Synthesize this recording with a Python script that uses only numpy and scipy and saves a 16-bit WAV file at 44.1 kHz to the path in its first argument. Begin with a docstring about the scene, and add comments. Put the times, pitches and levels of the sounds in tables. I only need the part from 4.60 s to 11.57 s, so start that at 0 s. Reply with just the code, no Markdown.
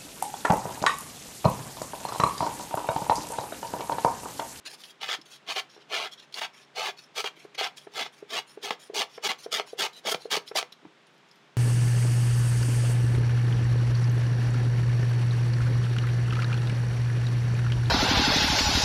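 """Knife sawing through paper

A hand-held sheet is sawn with a knife, close to the microphone in a small room. Each push is a dense shower
of fibre snaps ringing through the sheet; between pushes the blade rubs softly in the slit, as shaped noise.
As the strokes quicken, decaying tones give dull knocks of the flexing sheet; noise bursts give cracks and ticks.
Short reflections, air hiss and a faint hum lie behind."""
import sys
import numpy as np
from scipy import signal
from scipy.fft import rfft, irfft
from scipy.io import wavfile
from scipy.ndimage import uniform_filter1d

SR = 44100
rng = np.random.default_rng(int(sys.argv[2]) if len(sys.argv) > 2 else 0)


def file_out(sig):
    """Save sig as 16-bit WAV at sys.argv[1]."""
    # one column per channel
    cols = np.atleast_2d(sig).T
    # limit, then scale
    lim = np.clip(cols, -1, 1)
    pcm = np.round(lim * 32767).astype(np.int16)
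    wavfile.write(sys.argv[1], SR, pcm)


N = 307363  # length in samples, about 7 s

# Pushes of the blade. Each row: start in seconds, bite-in time in seconds, length in seconds,
# level in dB before the band trims, swell over the push in dB, bass and treble in dB relative
# to the level before their trims, loss of treble over the push in dB.
PUSHES = [(0.408, 0.026, 0.14, -31, -4, -9.5, -21.5, -5.5),
          (0.867, 0.035, 0.13, -31.5, 0.5, -9.5, -19, -3.5), (1.299, 0.047, 0.17, -32, -10, -5.5, -21, 0),
          (1.743, 0.066, 0.11, -33.5, -1.5, -7.5, -16, 9), (2.152, 0.032, 0.145, -32.5, -1, -2, -18, 0),
          (2.555, 0.037, 0.12, -31, -6.5, -4.5, -15.5, 8), (2.976, 0.013, 0.093, -30.5, -3, -10, -20, 2),
          (3.339, 0.063, 0.12, -31, -5, -7.5, -19, 11), (3.69, 0.043, 0.1, -33.5, 5.5, -8.5, -16, 5),
          (4.021, 0.032, 0.11, -37.5, -4.5, -5.5, -15, 11), (4.34, 0.012, 0.084, -31, 6.5, -8, -13.5, 8),
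          (4.627, 0.028, 0.09, -29, -1.5, -6.5, -15.5, 9), (4.915, 0.022, 0.094, -32, -11.5, -7, -15, 10.5),
          (5.18, 0.025, 0.084, -30, -3.5, -3.5, -13, 5), (5.444, 0.037, 0.088, -30, 2, 0.5, -10.5, -10),
          (5.702, 0.018, 0.066, -28, 3.5, -5, -13.5, 6), (5.949, 0.015, 0.043, -29, 2, -2.5, -10, 0.5)]
# The edge snags in mid-push, then breaks free. Each row: moment it breaks free in seconds,
# time stuck in seconds, drop in level in dB (negative is a rise).
SNAGS = [(0.43, 0.012, 9), (0.485, 0.051, 10.5), (0.958, 0.037, 13.5), (1.812, 0.018, 16.5),
         (2.257, 0.039, 1), (2.643, 0.035, 19), (3.459, 0.033, 11), (3.728, 0.018, 2.5), (4.105, 0.009, 10),
         (4.687, 0.01, 21), (4.997, 0.012, -3), (5.515, 0.022, 10), (5.544, 0.016, 22), (5.767, 0.0097, 11)]
# Boom of the loose flap beside the slit. Each row: time in seconds, boost of the low bass in dB.
FLAP_BOOST = [(0.4, 4), (1.8, 4.5), (2.65, -9), (3.1, 9), (3.8, 12.5), (4.2, 13), (6.0, 3.5)]
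# Colour of the cut sheet. Each row: frequency in Hz, relative density in dB per Hz.
SHEET_COLOUR = [(90, -43.5), (200, -18), (330, -23), (600, -23.5), (1500, -18.5), (3000, -17),
                (5000, -19.5), (6500, -17), (8000, -25), (12000, -28), (15400, -32)]
# Resonances of the sheet. Each row: centre in Hz, width in Hz, lift in dB.
SHEET_MODES = [(405, 118, 22.1), (491.7, 63, 12.8), (633, 160, 17.5), (762.4, 205, 18.1),
               (904.4, 138, 13.5), (1113, 192, 11.4), (1312, 286, 16.8), (1588, 68, 10.8),
               (1748, 154, 12.6), (2038, 130, 8.55), (2278, 432, 13.6), (2526, 276, 4.8), (2866, 203, 9.2),
               (3112, 290, 6.8), (3372, 464, 9.5), (3805, 1020, 8), (3900, 180, 1.8), (4380, 260, 8.8),
               (4850, 370, 8.7), (5417, 73, 9.3), (5720, 1400, 3.84), (7300, 49, 1.8), (7220, 110, 4.2),
               (9130, 2100, 3.4)]
# The blade drawn back through the slit, and last the sheet lifted away. 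Each row: start in seconds,
# length in seconds, level in dB and treble in dB relative to it (both before trims), ring of the edge in Hz.
RUBS = [(0.053, 0.036, -36.5, -12, 4150), (0.093, 0.072, -52, -4.5, 7800), (0.174, 0.15, -54.5, -3.5, 3300),
        (0.651, 0.05, -57, -7, 3460), (0.7, 0.082, -54, -5, 3300), (1.092, 0.075, -58, -11, 5570),
        (1.165, 0.076, -60, -25, 2840), (1.513, 0.04, -48.5, -10, 3200), (1.575, 0.08, -52, -19, 3430),
        (1.934, 0.12, -57, -11, 2260), (2.369, 0.043, -52, -12, 4440), (2.414, 0.049, -59, -3.5, 5340),
        (2.756, 0.11, -58, -10.5, 2250), (2.947, 0.012, -33, -20, 2370), (3.165, 0.03, -48, -4, 7800),
        (3.187, 0.079, -62, -5, 9500), (3.521, 0.105, -62, -5.5, 2240), (3.868, 0.098, -61, -1, 9400),
        (4.191, 0.1, -59, -1.5, 9500), (4.49, 0.096, -55.5, -8, 5400), (4.782, 0.086, -54.5, -2.5, 6160),
        (5.063, 0.082, -54.5, -5, 10300), (5.327, 0.08, -54, -7.5, 3940), (5.594, 0.081, -56.5, -7.5, 4150),
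        (5.862, 0.045, -55.5, -1, 5100), (6.46, 0.16, -82, -2, 14500), (6.653, 0.24, -76, -10, 13000)]
# Colour of paper on the flat of the blade. Each row: frequency in Hz, relative density in dB per Hz.
RUB_COLOUR = [(300, 14), (1000, -4.5), (2000, -3), (3000, -0.5), (4500, -3.5), (6500, -7.5), (8000, -15.5),
              (12000, -20), (15400, -26.5)]
# Resonances of the rubbed paper. Each row: centre in Hz, width in Hz, full lift in dB.
RUB_MODES = [(3340, 400, 7), (4020, 300, 6), (4660, 130, 5), (5420, 450, 10), (6250, 300, 3),
             (6950, 250, 6), (9500, 600, 13), (10500, 700, 6), (13000, 600, 7)]
# The sheet flexes as the blade turns round or breaks free. Each row: start in seconds,
# swing level in dB, pitch in Hz, scuff in dB relative to the swing.
KNOCKS = [(0.586, -44, 308, -34), (1.162, -50, 407, -3), (1.176, -47.5, 366, -6), (2.771, -48, 360, -18),
          (2.848, -36.5, 403, -10), (3.268, -36, 398, -7.5), (3.624, -33.5, 406, -25),
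          (3.972, -33, 413, -12), (4.105, -42, 206, 13), (4.297, -32, 414, -15.5), (4.333, -33.5, 434, -23),
          (4.577, -35, 450, -2.5), (4.86, -28.5, 451, -13), (4.996, -40, 456, 10), (5.130, -29, 460, -24),
          (5.449, -34.5, 554, -15), (5.541, -44.5, 430, 20), (5.545, -37, 177, -14),
          (5.653, -27.5, 452, -19), (5.769, -25.5, 417, -24), (5.771, -41, 183, -10),
          (5.912, -31.5, 446, -4.5), (5.953, -23, 630, -16), (6.227, -52, 340, -24),
          (6.249, -38, 316, -10.5), (6.261, -44, 186, -11)]
# The sheet cracks as the edge catches or breaks free. Each row: start in seconds,
# level in dB as if packed into 5 ms, crumple time constant in seconds.
CRACKS = [(0.4856, -48, 0.0092), (.9595, -30, 0.018), (1.8157, -29, 0.0059), (2.6431, -28.5, 0.0019),
          (3.0115, -25, 0.0024), (4.107, -21.5, 0.0034), (4.6975, -32.5, 0.0039), (4.998, -25, 0.0009),
          (5.5459, -24.5, 0.0027), (5.768, -36, 0.0055), (6.012, -32.5, 0.004), (6.028, -31, 0.0015)]
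# The cut edge flicks against the steel. Each row: start in seconds,
# level in dB as if packed into 5 ms (before the bass is cut), ring in Hz.
TICKS = [(0.237, -40, 3060), (0.412, -39, 3050), (0.614, -45.5, 5160), (1.598, -44.5, 3800),
         (1.725, -44, 4300), (1.742, -31, 4480), (2.383, -56, 5400), (2.437, -50, 5480), (2.949, -47, 2420),
         (3.18, -41.5, 3200), (5.776, -41, 10800), (5.877, -39.5, 3680), (5.885, -42, 5200),
         (6.122, -44, 13200), (6.124, -42.5, 3920), (6.468, -61, 9500), (6.579, -63, 13500),
         (6.687, -61, 7050), (6.713, -52, 5000), (6.757, -59, 12400)]
# Room air and microphone hiss. Each row: frequency in Hz, relative density in dB per Hz.
AIR_COLOUR = [(60, -7), (100, -15.5), (150, -1.5), (220, -2.5), (400, -5.5), (700, -4.5), (1500, -6),
              (3500, -10.5), (4500, -17), (5200, -18.5), (7200, -24.5), (8200, -28.5), (15500, -48)]
# Faint hum in the room. 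Each row: frequency in Hz, average level in dB rms.
HUM = [(141, -75), (166, -81), (339, -77), (404, -73)]

BITE_IN_DB = 22  # climb in level while the edge sinks in
RELEASE_DB_PER_S = 913  # fall once the hand stops
BREAK_FREE_S = 0.0084
RUB_RISE_S, RUB_FALL_S = 0.016, 0.032
ROOM_T60_S, WALL_CUT_HZ, ROOM_DB = 0.22, 2100, -14.5  # T60 below the cut
AIR_DB = -59.5  # rms
CUTOFF_HZ = 15750


def cutting(bass_db=-3.9, middle_db=-9.5, rasp_db=-3.0, keen_db=-7.0, treble_db=1.6, clump_db=3.2,
            middle_swell_db=8.0, snag_thinning=0.18, snag_hiss=0.41, keen_follows=0.74,
            usual_treble_db=-9.5, wander_db=3.0, bass_swell_db=-4.5):
    """Fibres part in clumps and ring the sheet; five bands shift in balance along a push and at snags."""
    gain, along, bass, treble = pushes()
    held = snagging()
    fibres = snaps(per_s=9000, spread_db=2.5) * from_db(clump_db * drift(123))
    ringing = through(fibres, response(SHEET_COLOUR, SHEET_MODES))
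    sheet = bending(ringing, share=.8)
    sheet = evened(sheet, over_s=0.011)  # the hand keeps an even pressure

    flap = band(sheet, 380, "low")
    low = band(sheet, 870, "low")
    lower_half = band(sheet, 2014, "low")
    upper = band(sheet, 4880, "high")
    high = band(sheet, 7000, "high")

    flap_db = np.interp(np.arange(N) / SR, *np.transpose(FLAP_BOOST))
    booming = low + (from_db(flap_db) - 1) * flap
    body_db = bass + bass_db + bass_swell_db * along - snag_thinning * held
    body = from_db(body_db) * rms_one(booming)
    crunch_db = middle_db + middle_swell_db * along - snag_thinning * held
    crunch = from_db(crunch_db) * rms_one(lower_half - low)
    rasp = from_db(rasp_db) * rms_one(sheet - lower_half - upper)
    # the keen top of the rasp follows the treble and wanders with the angle of the edge
    keen_level_db = keen_db + keen_follows * (treble - usual_treble_db) + wander_db * drift(33)
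    keen = from_db(keen_level_db) * rms_one(upper - high)
    hiss = from_db(treble + treble_db + snag_hiss * held) * rms_one(high)
    return gain * from_db(-held) * (body + crunch + rasp + keen + hiss)


def pushes():
    """Each push bites in, holds and lets go: gain, place along it (-.5 to .5), bass dB and treble dB."""
    t = np.arange(N) / SR
    gain, along, bass, treble = np.zeros((4, N))
    for s, bite_s, length_s, db, swell_db, bass_db, treble_db, dulling_db in PUSHES:
        now = (t > s - bite_s / 2) & (t < s + length_s + .1)
        age = t[now] - s
        along[now] = np.clip(age / length_s, 0, 1) - .5
        attack = BITE_IN_DB * np.maximum(1 - age / bite_s, 0) ** 2
        release = RELEASE_DB_PER_S * np.maximum(age - length_s, 0)
        gain[now] += from_db(db + swell_db * along[now] - attack - release)
        bass[now] = bass_db
        treble[now] = treble_db - dulling_db * along[now]
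    return gain, along, bass, treble


def snagging():
    """How far the cut is held back, in dB: the edge slows, sticks, and is suddenly free."""
    t = np.arange(N) / SR
    held = np.zeros(N)
    for s, stuck_s, db in SNAGS:
        corners = [s - stuck_s, s - stuck_s / 2, s - BREAK_FREE_S / 2, s + BREAK_FREE_S / 2]
        held += np.interp(t, corners, [0, db, db, 0])
    return held


def rubbing(level_db=0.56, treble_db=-1.5, flutter_db=2.0, ring_width_hz=500, ring_db=9, mode_spread=0.54):
    """The flat of the blade slides on the paper: a thin swish; each contact rings at a pitch of its own."""
    t = np.arange(N) / SR
    friction = snaps(per_s=6400, spread_db=3.0) * from_db(flutter_db * drift(42))
    sliding = bending(friction, share=1.8, farthest_s=.0025)
    out = np.zeros(N)
    for s, length_s, db, bright_db, hz in RUBS:
        now = np.abs(t - s - length_s / 2) < length_s / 2 + RUB_RISE_S + RUB_FALL_S
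        # each contact damps other resonances
        touched = 1 - mode_spread * rng.random(len(RUB_MODES))
        modes = [(centre, width, lift * share) for (centre, width, lift), share in zip(RUB_MODES, touched)]
        edge = response(RUB_COLOUR, modes + [(hz, ring_width_hz, ring_db)])
        swish = signal.fftconvolve(sliding[now], edge)[:now.sum()]
        swish = band(swish, 600, "high")
        high = band(swish, 7000, "high")
        rise = (t[now] - s) / RUB_RISE_S
        fall = (s + length_s - t[now]) / RUB_FALL_S
        contact = np.clip(np.minimum(rise, fall) + .5, 0, 1) ** 2
        balanced = rms_one(swish - high) + from_db(bright_db + treble_db) * rms_one(high)
        out[now] += from_db(db + level_db) * contact * balanced
    return out


def knocks(swell_s=0.0038, overtone=1.523, overtone_db=-11, scuff_cut_hz=2000,
           after_hz=408, after_db=-19, after_t60=0.14):
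    """The sheet bends over and swings for a few cycles with a dull scuff; one mode rings on faintly."""
    out, t = np.zeros(N), np.arange(SR // 6) / SR
    swing = (t / swell_s) ** 2 * np.exp(2 - 2 * t / swell_s)
    after_decay = from_db(after_db - 60 * t / after_t60) * (1 - np.exp(-t / swell_s))
    after = after_decay * np.sin(2 * np.pi * after_hz * t)
    rough = through(snaps(per_s=2200, spread_db=-2.0), response(SHEET_COLOUR, SHEET_MODES))
    scuff = rms_one(band(rough, scuff_cut_hz, "low"))
    for s, db, hz, scuff_db in KNOCKS:
        modes = np.sin(2 * np.pi * hz * t)
        modes += from_db(overtone_db) * np.sin(2 * np.pi * overtone * hz * t)
        grit = from_db(scuff_db) * scuff[int(s * SR):][:len(t)]
        add(out, s, from_db(db) * (swing * (modes + grit) + after))
    return out


def cracks(dull_hz=5000):
    """The taut sheet lets go all at once; a wide patch moves, so it is duller than a single fibre."""
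    out = np.zeros(N)
    pole = np.exp(-2 * np.pi * dull_hz / SR)
    sheet = signal.lfilter([1], [1, -pole], response(SHEET_COLOUR, SHEET_MODES))
    for s, db, crumple_s in CRACKS:
        add(out, s, from_db(db) * flick(sheet, crumple_db=-16, crumple_s=crumple_s))
    return out


def ticks(ring_width_hz=700, ring_db=14):
    """A small stiff corner of paper flicks and rings at its own pitch; it is too small to give bass."""
    out = np.zeros(N)
    for s, db, hz in TICKS:
        corner = response(RUB_COLOUR, RUB_MODES + [(hz, ring_width_hz, ring_db)])
        add(out, s, from_db(db) * flick(corner, crumple_db=5, crumple_s=0.006))
    return band(out, 1200, "high")


def flick(impulse, crumple_db, crumple_s):
    """A sharp click and a short crumpling, rung through the paper; rms 1 if packed into 5 ms."""
    t = np.arange(len(impulse)) / SR
    force = from_db(crumple_db) * np.exp(-t / crumple_s) * rng.standard_normal(len(t))
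    force[0] = 1
    sound = signal.fftconvolve(force, impulse)
    return sound / np.sqrt(np.sum(sound ** 2) / (.005 * SR))


def snaps(per_s, spread_db):
    """Tiny clicks of either sign at random moments, their sizes spread exponentially in dB; rms 1."""
    sizes = from_db(spread_db * np.minimum(rng.exponential(1, N), 4)) * rng.choice([-1, 1], N)
    return rms_one(sizes * (rng.random(N) < per_s / SR))


def bending(x, share, rate=12, nearest_s=.0003, farthest_s=.0045, count=12):
    """Waves return from the sheet's edges; as it bends each echo swells and fades, shifting resonances."""
    out = x.copy()
    for lag in (rng.uniform(nearest_s, farthest_s, count) * SR).astype(int) + 1:
        out[lag:] += share / np.sqrt(count) * (drift(rate) * x)[:-lag]
    return rms_one(out)


def room(x, first_echo_s=0.0055, treble_life=0.68):
    """Dense reflections from the desk and walls die away quickly, the treble sooner."""
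    t = np.arange(SR // 2) / SR
    echoes = rng.standard_normal(len(t)) * (t > first_echo_s)
    dull = band(echoes, WALL_CUT_HZ, "low")
    dull_tail = dull * from_db(-60 * t / ROOM_T60_S)
    bright_tail = (echoes - dull) * from_db(-60 * t / (treble_life * ROOM_T60_S))
    tail = dull_tail + bright_tail
    return through(x, tail / np.linalg.norm(tail))


def background(waver_db=0.5):
    """Steady air, as coloured noise, with a faint hum of slowly wavering sines."""
    t = np.arange(N) / SR
    hum = np.zeros(N)
    for hz, db in HUM:
        level = from_db(db + waver_db * drift(0.5)) * np.sqrt(2)  # rms to peak
        hum += level * np.sin(2 * np.pi * hz * t)
    return hum + from_db(AIR_DB) * through(rng.standard_normal(N), response(AIR_COLOUR))


def from_db(db):
    """Decibels to gain."""
    return 10 ** (np.asarray(db) / 20)


def rms_one(x):
    """Scale to an rms of 1."""
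    return x / np.sqrt(np.mean(x ** 2) + 1e-20)


def drift(rate):
    """Smooth random wander: noise through two equal low-pass poles at `rate` Hz; rms 1."""
    r = np.exp(-2 * np.pi * rate / SR)
    wander = signal.lfilter([1], [1, -2 * r, r * r], rng.standard_normal(N + SR))
    return rms_one(wander[SR:])  # skip the filter's first second


def band(x, hz, kind):
    """Low-pass or high-pass without delay, so that bands add up again."""
    return signal.sosfiltfilt(signal.butter(2, hz, kind, fs=SR, output="sos"), x)


def response(spectrum, modes=(), size=4096):
    """Causal (minimum-phase) impulse response of a smooth colour with resonances on it; energy 1."""
    hz = np.arange(size // 2 + 1) * SR / size + 1
    points = np.array(spectrum)
    db = np.interp(np.log(hz), np.log(points[:, 0]), points[:, 1])
    db -= 12 * np.log2(np.maximum(points[0, 0] / hz, 1))  # 12 dB per octave below the first point
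    for centre, width, lift in modes:
        db += lift / (1 + (2 * (hz - centre) / width) ** 2)
    # folding the cepstrum onto positive time gives minimum phase
    cepstrum = irfft(np.log(from_db(db)))
    cepstrum[1:size // 2] *= 2
    cepstrum[size // 2 + 1:] = 0
    impulse = irfft(np.exp(rfft(cepstrum)))
    return impulse / np.linalg.norm(impulse)


def through(x, impulse):
    """Play a signal through an impulse response."""
    return signal.fftconvolve(x, impulse)[:N]


def evened(x, over_s):
    """Hold the loudness steady over a short stretch, leaving the fine grain."""
    power = uniform_filter1d(x ** 2, max(int(over_s * SR), 1))
    return x / np.sqrt(np.maximum(power, 1e-9))


def add(out, s, sound):
    """Mix a sound in at time s."""
    start = int(s * SR)
    out[start:start + len(sound)] += sound[:N - start]


def scene():
    """Knife and paper close by, their room, and the background."""
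    paper = cutting() + rubbing() + knocks() + cracks() + ticks()
    mix = paper + from_db(ROOM_DB) * room(paper) + background()
    return mix[None, :]


def record(dry):
    """The microphone sheds the deep bass; the top is cut steeply."""
    thin = signal.sosfilt(signal.butter(3, 112, "high", fs=SR, output="sos"), dry)
    return signal.sosfilt(signal.ellip(10, .2, 70, CUTOFF_HZ, fs=SR, output="sos"), thin)


dry = scene()
out = record(dry)
file_out(out)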